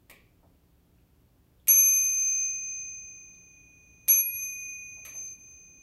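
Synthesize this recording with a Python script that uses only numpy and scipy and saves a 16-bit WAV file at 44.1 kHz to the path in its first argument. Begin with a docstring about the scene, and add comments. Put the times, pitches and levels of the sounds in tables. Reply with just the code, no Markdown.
"""In a quiet living room an appliance hums and a child clacks the plastic lever of a small scooter bell.
At 1.7 s the lever flicks a hammer against the steel dome. The dome's few tones ring on, swelling and
fading as the child moves through the room's loud and quiet spots (standing waves).
At 4.1 s the child rings again. At 5.1 s the lever snaps back and grazes the dome,
and the scooter's deck knocks softly while the ringing dies away."""
import sys
import numpy as np
from scipy import signal
from scipy.fft import rfft, irfft
from scipy.io import wavfile

SR = 44100
rng = np.random.default_rng(int(sys.argv[2]) if len(sys.argv) > 2 else 0)


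def generate_wav(signal):
    """Clip the signal to [-1, 1] and save it as 16-bit WAV at the path in sys.argv[1]."""
    frames = np.transpose(np.atleast_2d(signal))
    scaled = np.clip(frames, -1, 1) * 32767
    pcm = np.round(scaled).astype(np.int16)
    wavfile.write(sys.argv[1], SR, pcm)


N = 256662
TIME = np.arange(N) / SR
FREQS = np.fft.rfftfreq(4096, 1 / SR)  # pitches in Hz at which a click's tone colour is set

# Blows on the dome; where one lands sets the other tones against the loudest: t/s, ring level/dB,
# crack level/dB, extra for the low pair/dB, extra for the top tone/dB, time to fill the room/s
BLOWS = [(1.683, 0, 1, 1.7, 0, .009), (4.0833, -3, -3.5, 4.1, 0, .018), (5.052, -19, -31, 3.5, -17, .006)]
# The dome's own tones; the lowest two are so close that they beat (pulse against each other):
# f/Hz, base level/dB, t60/s (the time to fade by 60 dB)
DOME_TONES = [(2438.6, -48, 5), (2469.0, -40, 5.4), (6261.4, -17, 2.8), (11360.0, -19, 1.0)]
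LOUDEST = 2  # row of the loudest tone


def dome(sway_m=0.0003, shimmer_db=0.43, fill_power=2.2):
    """The struck steel rings with pure tones; small movements of the bell bend the high ones most."""
    delay = sway_m * drift(3.0) / 343  # sound travels 343 m/s
    phases = [2 * np.pi * (hz * (TIME + delay) + rng.random()) for hz, _, _ in DOME_TONES]
    _, ring_db, _, pair_db, top_db, _ = np.transpose(BLOWS)
    blows_db = [ring_db + pair_db, ring_db + pair_db, ring_db, ring_db + top_db]
    out = np.zeros(N)
    for tone, (hz, db, t60) in enumerate(DOME_TONES):
        slowness = (DOME_TONES[LOUDEST][0] / hz) ** fill_power  # low tones fill the room more slowly
        level = ring_level(t60, blows_db[tone], slowness)
        gain, bend = swell(tone)
        out += amp(db + shimmer_db * drift(38)) * level * gain * np.sin(phases[tone] + bend)
    return np.sqrt(2) * (out + sum_tones(phases, blows_db))


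def ring_level(t60, blows_db, slowness=1, direct=0.2):
    """Each blow starts the fade afresh; the direct sound comes at once, then the room follows."""
    level, decay = np.zeros(N), amp(-60 * TIME / t60)
    for (s, *_, fill_s), db in zip(BLOWS, blows_db):
        start = round(s * SR)
        old_share = (1 - direct) * np.exp(-TIME[:N - start] / (fill_s * slowness))
        level[start:] = old_share * level[start:] + (1 - old_share) * amp(db) * decay[:N - start]
    return level


# The loudest tone swells in the room's standing waves as the child moves, a curve per blow: t/s, level/dB
SWELL_CURVES = [
    [(1.71, -2), (1.76, -0.1), (2.13, -0.6), (2.28, 4.1), (2.44, 4.4), (2.6, 0.85), (2.77, 4.0),
     (3.72, -3.5), (4.04, 3.5)],
    [(4.11, -1.55), (4.13, 1.5), (4.21, -6.5), (4.27, -27.5), (4.43, -6), (4.56, -11.5), (4.7, -8),
     (4.8, -11.0), (5.01, -8.5)],
    [(5.08, -10), (5.13, -10), (5.18, 1.5), (5.33, -0.9), (5.38, -16.5), (5.41, -8), (5.48, -5), (5.8, -4)],
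]
# The two low tones spread in different directions, so as the bell turns one gains on the other
# and their beat deepens: t/s, shift towards the lower tone/dB
LOW_PAIR_BALANCE = [(1.8, -4), (2.05, -1), (2.45, -2), (2.9, -5), (3.3, 6.5), (3.6, 0.9), (4.0, 2),
                    (4.2, 6), (4.45, 0.7), (4.95, -1.4), (5.3, 12), (5.55, 1.1), (5.8, -1.9)]
WAVER_DB, WAVER_HZ = -1.5, 2  # the quieter tones waver a little
SETTLE_DB, SETTLE_S, SETTLE_HZ = 1, .12, 18  # and flutter while the room settles after a blow
THROB_HZ, THROB_STRENGTH, THROB_FADE_S, THROB_PEAK_S = 11.8, 0.61, .4, 0.027  # the top tone's beat


def swell(tone, turn=.8, steps=4096):
    """How strongly one tone reaches the listener, and how its wave shifts as it passes through a fade."""
    t = np.linspace(0, N / SR, steps)
    starts = np.array([s for s, *_ in BLOWS])
    last_blow = np.maximum(np.searchsorted(starts, t) - 1, 0)
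    age = abs(t - starts[last_blow])
    if tone == LOUDEST:
        gain = amp(np.interp(t, *np.vstack(SWELL_CURVES).T))
    else:
        waver, settle = (np.interp(t, TIME, drift(hz)) for hz in (WAVER_HZ, SETTLE_HZ))
        gain = amp(WAVER_DB * waver + SETTLE_DB * np.exp(-age / SETTLE_S) * settle)
    if tone < LOUDEST:
        balance_db = np.interp(t, *np.transpose(LOW_PAIR_BALANCE))
        gain *= amp((-1) ** tone * balance_db / 2)  # one goes up as the other goes down
    if tone > LOUDEST:
        depth = np.tanh(THROB_STRENGTH * np.exp(-age / THROB_FADE_S))
        gain *= abs(1 + depth * np.exp(2j * np.pi * THROB_HZ * (age - THROB_PEAK_S)))
    bend = -turn * signal.hilbert(np.log(gain)).imag
    return np.interp(TIME, t, gain), np.interp(TIME, t, bend)


# Dome tones that combine: first row, second row of DOME_TONES
TONE_PAIRS = [(1, 1), (0, 2), (1, 2), (2, 2), (1, 3)]
# The tone that each pair makes: base level/dB, t60/s
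PAIR_SUMS = [(-68, 2.8), (-59, 1.7), (-55, 1.8), (-55, 1.4), (-60, 1.2)]


def sum_tones(phases, blows_db, gain_db=-1, flutter_db=1.5):
    """The flexing dome adds faint tones, each at the sum of two of its frequencies."""
    out = np.zeros(N)
    for (a, b), (db, t60) in zip(TONE_PAIRS, PAIR_SUMS):
        level = ring_level(t60, blows_db[a] + blows_db[b])  # adding dB multiplies the two strengths
        out += amp(gain_db + db + flutter_db * drift(7)) * level * np.sin(phases[a] + phases[b])
    return out


# Tone colour of steel hitting steel: f/Hz, relative level/dB
CRACK_COLOUR = [(200, -43.5), (600, -15.5), (1500, -26), (2400, -2.5), (3500, -17.5), (5500, -19),
                (7500, -1.5), (9500, 4), (12000, -0.5), (14000, -0.5), (16000, -13)]


def hammer():
    """Steel meets steel: one sharp, bright crack for each blow."""
    out = np.zeros(N)
    for s, _, db, *_ in BLOWS:
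        add(out, s, amp(db) * click(curve_at(CRACK_COLOUR, FREQS)))
    return out


# Clacks of the lever: t/s, relative level/dB, treble tilt/(dB per octave), boost from the hollow/dB
LEVER_CLACKS = [(.0965, -28.5, -4.5, 12.5), (.098, -24.5, 3, 10), (1.6728, -14, 5.5, 18.5),
                (1.6809, -29, -1, -1), (4.0785, -25, 2, 1), (4.081, -52, -8.5, 13.5),
                (4.0835, -11.5, 7, 27.5), (5.0515, -22.5, 2, 8), (5.064, -25.5, -2.5, 27)]
# Tone colour of the plastic: f/Hz, relative level/dB
LEVER_COLOUR = [(150, -9), (320, -6), (560, 4.5), (900, -7), (1150, 6), (1500, -9), (2000, 4.5), (3300, -3),
                (4200, -5.5), (6200, -10), (9000, -4.5), (10500, -12), (11900, -1.5), (15500, -12)]
# The note of the air in the hollow under the dome: f/Hz, half-width/Hz
HOLLOW_NOTE = (2420, 170)


def lever(gain_db=-1, t60=0.026, push=0.21):
    """The plastic lever snaps and stirs the air under the dome."""
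    out = np.zeros(N)
    octaves = np.log2(FREQS / np.median(FREQS) + .01)
    hollow_hz, half_width_hz = HOLLOW_NOTE
    hollow = 1 / (1 + ((FREQS - hollow_hz) / half_width_hz) ** 2)
    for s, db, tilt_db, hollow_db in LEVER_CLACKS:
        pulse = click(curve_at(LEVER_COLOUR, FREQS) + tilt_db * octaves + hollow_db * hollow)
        add(out, s, amp(gain_db + db) * np.convolve(pulse, clatter(t60, push)))
    return out


# Ticks of the bell's mount and the handlebar, plus the bright 2-5 kHz edge of the lever's clack at the second
# blow (the loud row at 4.0864 s): t/s, level/dB, f/Hz, width/octaves
HANDLEBAR_TICKS = [(.985, -51, 2600, .2), (1.599, -49, 3400, .15), (2.221, -44, 3400, .5),
                   (2.813, -51, 4200, .4), (3.348, -49, 4000, .4), (4.0864, -15, 3800, .6),
                   (4.3115, -43, 5500, .7), (4.3505, -37, 4000, .8), (4.752, -48, 12500, .3),
                   (5.2765, -41, 4400, .2), (5.51, -46, 11500, .3)]


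def handlebar():
    """The bell's mount and the handlebar give small, dry ticks; the lever's clack at the second blow gets its
    bright edge here too."""
    return taps(HANDLEBAR_TICKS, t60=0.032)


# Knocks of the scooter's deck: t/s, level/dB
DECK_KNOCKS = [(.43, -42), (4.971, -43.5), (5.143, -39.5), (5.188, -48)]


def deck(hz=650, width_octaves=0.72):
    """The board that the child stands on knocks softly, always around the same dull pitch."""
    return taps([(s, db, hz, width_octaves) for s, db in DECK_KNOCKS], t60=.025)


def bloom(gain_db=-3, fade_s=0.013, tilt_db=-3):
    """A short burst of the dome's tones: their sudden start stirs nearby pitches in the room."""
    t, out = TIME[:len(FREQS)], np.zeros(N)
    burst = np.zeros(len(t))
    for hz, db, _ in DOME_TONES:
        octaves = np.log2(hz / DOME_TONES[LOUDEST][0])
        burst += amp(db + tilt_db * octaves) * np.sin(2 * np.pi * hz * t)
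    for s, db, *_ in BLOWS:
        add(out, s, amp(gain_db + db) * burst * np.exp(-t / fade_s))
    return out


# First echoes from the floor and furniture: delay/s, level/dB
FIRST_ECHOES = [(.0032, -2.5), (.0078, -6.5), (0.01, -16.5), (0.014, -2.5), (.0335, -24.5)]


def early_echoes(hits, scatter_t60=0.0047, spray_db=-4, spray_t60=.12):
    """Sound bounces off the floor and furniture; things close by scatter a quick spray of tiny echoes."""
    out = np.zeros(N)
    for s, db in FIRST_ECHOES:
        add(out, s, amp(db) * signal.oaconvolve(hits, clatter(scatter_t60, push=0.62)))
    spray = rng.standard_normal(SR) * (rng.random(SR) < .05)
    spray *= amp(-60 * TIME[:SR] / spray_t60)
    spray /= np.linalg.norm(spray)
    add(out, FIRST_ECHOES[0][0], amp(spray_db) * signal.oaconvolve(hits, spray))
    return out


# How long the room rings: f/Hz, t60/s
ROOM_FADE = [(250, 1), (700, 0.36), (1800, 0.46), (4600, 0.45), (9000, 0.25), (14000, 0.27)]


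def room_tail(hits, bursts, low_db=6, high_db=-2, split_hz=4000, rise_s=.005):
    """Many echoes blur into a tail; lower sound spreads widest and stirs it most, the treble dies first."""
    hz, t, noise = signal.stft(rng.standard_normal(SR), SR, nperseg=256)
    fade = amp(-60 * t / curve_at(ROOM_FADE, hz)[:, None])
    tail = signal.istft(noise * fade, SR)[1][:SR]
    tail *= 1 - np.exp(-TIME[:SR] / rise_s)
    lows = signal.lfilter(*signal.butter(1, split_hz, fs=SR), hits)
    spread = amp(high_db) * (hits - lows) + amp(low_db) * lows + bursts
    return signal.oaconvolve(spread, tail / np.linalg.norm(tail))[:N]


# Tone colour of the quiet room: f/Hz, relative level/dB
AIR_COLOUR = [(12, -32), (20, -17), (68, 1.5), (126, -9), (145, -8.5), (176, -11.5), (227, -14.5),
              (300, -9.5), (326, -19.5), (355, -14.5), (443, -18), (482, -20), (1950, -35.5), (2800, -35),
              (15800, -58.5)]


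def room_air(level_db=-64):
    """The room's faint, steady rumble."""
    return amp(level_db) * unit(coloured_noise(AIR_COLOUR))


# Tones of a household appliance: f/Hz, level/dB
HUM_TONES = [(59.5, -78.5), (119, -73.5), (172.3, -74.5), (258.4, -85.5), (296.1, -82.5), (355.3, -83)]


def appliance(waver_db=2, wander_rad=0.92):
    """An appliance hums; each tone wavers a little in loudness and pitch."""
    out = np.zeros(N)
    for hz, db in HUM_TONES:
        level = amp(db + waver_db * drift(2.4))
        out += level * np.sin(2 * np.pi * hz * TIME + wander_rad * drift(2))
    return np.sqrt(2) * out


# Tone colour of the hiss: f/Hz, relative level/dB
HISS_COLOUR = [(1000, 4), (10000, -1), (12000, 5), (15500, 4)]


def microphone_hiss(gain_db=-77.5):
    """A microphone makes a very faint, even hiss of its own."""
    return amp(gain_db) * coloured_noise(HISS_COLOUR)


def taps(rows, t60, skirt_db=-26):
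    """Light taps, each strongest around one pitch, with a weak skirt of sound on either side."""
    out = np.zeros(N)
    for s, db, hz, width in rows:
        octaves = np.log2((FREQS + 1) / hz)
        hump = np.exp(-(octaves / width) ** 2) + amp(skirt_db) / (1 + octaves ** 2)
        add(out, s, amp(db) * np.convolve(click(20 * np.log10(hump)), clatter(t60)))
    return out


def clatter(t60, push=0.305):
    """A thin part spreads a blow over a first push and a dense, short ring, leaving its colour alone."""
    t = TIME[:len(FREQS)]
    rattle = unit(rng.standard_normal(len(t)) * amp(-60 * t / t60))
    rattle[0] += push * np.sqrt(len(t))
    spectrum = rfft(rattle, 2 * len(t) - 2)
    colour = rfft(click(20 * np.log10(abs(spectrum))))
    spread = irfft(spectrum / colour)[:len(t)]  # dividing takes out the rattle's own colour
    return spread / np.linalg.norm(spread)


def click(colour_db):
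    """The sharpest click that has this tone colour, with energy 1."""
    log_gain = np.log(amp(np.r_[colour_db, colour_db[-2:0:-1]]))
    spectrum = np.exp(np.conj(signal.hilbert(log_gain)))  # packs the energy at the start
    pulse = np.fft.ifft(spectrum).real
    return pulse / np.linalg.norm(pulse)


def coloured_noise(colour):
    """Steady noise shaped by a table of f/Hz, level/dB."""
    gain = amp(curve_at(colour, np.fft.rfftfreq(N, 1 / SR)))
    return irfft(rfft(rng.standard_normal(N)) * gain, N)


def drift(rate_hz, steps=4096):
    """A smooth random wander whose typical size is 1."""
    hz = np.fft.rfftfreq(steps, N / SR / steps)
    keep_slow = np.exp(-(hz / rate_hz) ** 2) * (hz > 0)
    wander = unit(irfft(rfft(rng.standard_normal(steps)) * keep_slow))
    return np.interp(np.arange(N) * steps / N, np.arange(steps), wander)


def curve_at(points, hz):
    """Reads between a table's rows, with octaves evenly spaced."""
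    f, value = np.transpose(points)
    return np.interp(np.log(hz + 1), np.log(f + 1), value)


def add(mix, s, sound):
    """Mixes a sound in, starting at s seconds."""
    part = mix[round(s * SR):][:len(sound)]
    part += sound[:len(part)]


def amp(db):
    """Turns decibels into a number to multiply by."""
    return 10 ** (np.asarray(db) / 20)


def unit(x):
    """Scales a signal to a typical size (rms) of 1."""
    return x / np.sqrt(np.mean(x ** 2) + 1e-20)


def scene(cracks_to_room_db=-5, ticks_to_room_db=-8):
    """The bell, the scooter, their echoes and the quiet background, in one channel."""
    cracks, ticks = hammer(), handlebar()
    plastic = lever() + deck()
    # the bright cracks and ticks beam at the listener and stir the room less
    hits = plastic + amp(cracks_to_room_db) * cracks + amp(ticks_to_room_db) * ticks
    echoes = early_echoes(hits) + room_tail(hits, bloom())
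    hiss = microphone_hiss()
    return (dome() + cracks + ticks + plastic + echoes + room_air() + appliance() + hiss)[None]


def record(dry, top_hz=15850):
    """Cuts away the very highest treble."""
    low_pass = signal.firwin(511, top_hz, window=("kaiser", 9), fs=SR)
    return signal.oaconvolve(dry, low_pass[None], "same")


dry = scene()
out = record(dry)
generate_wav(out)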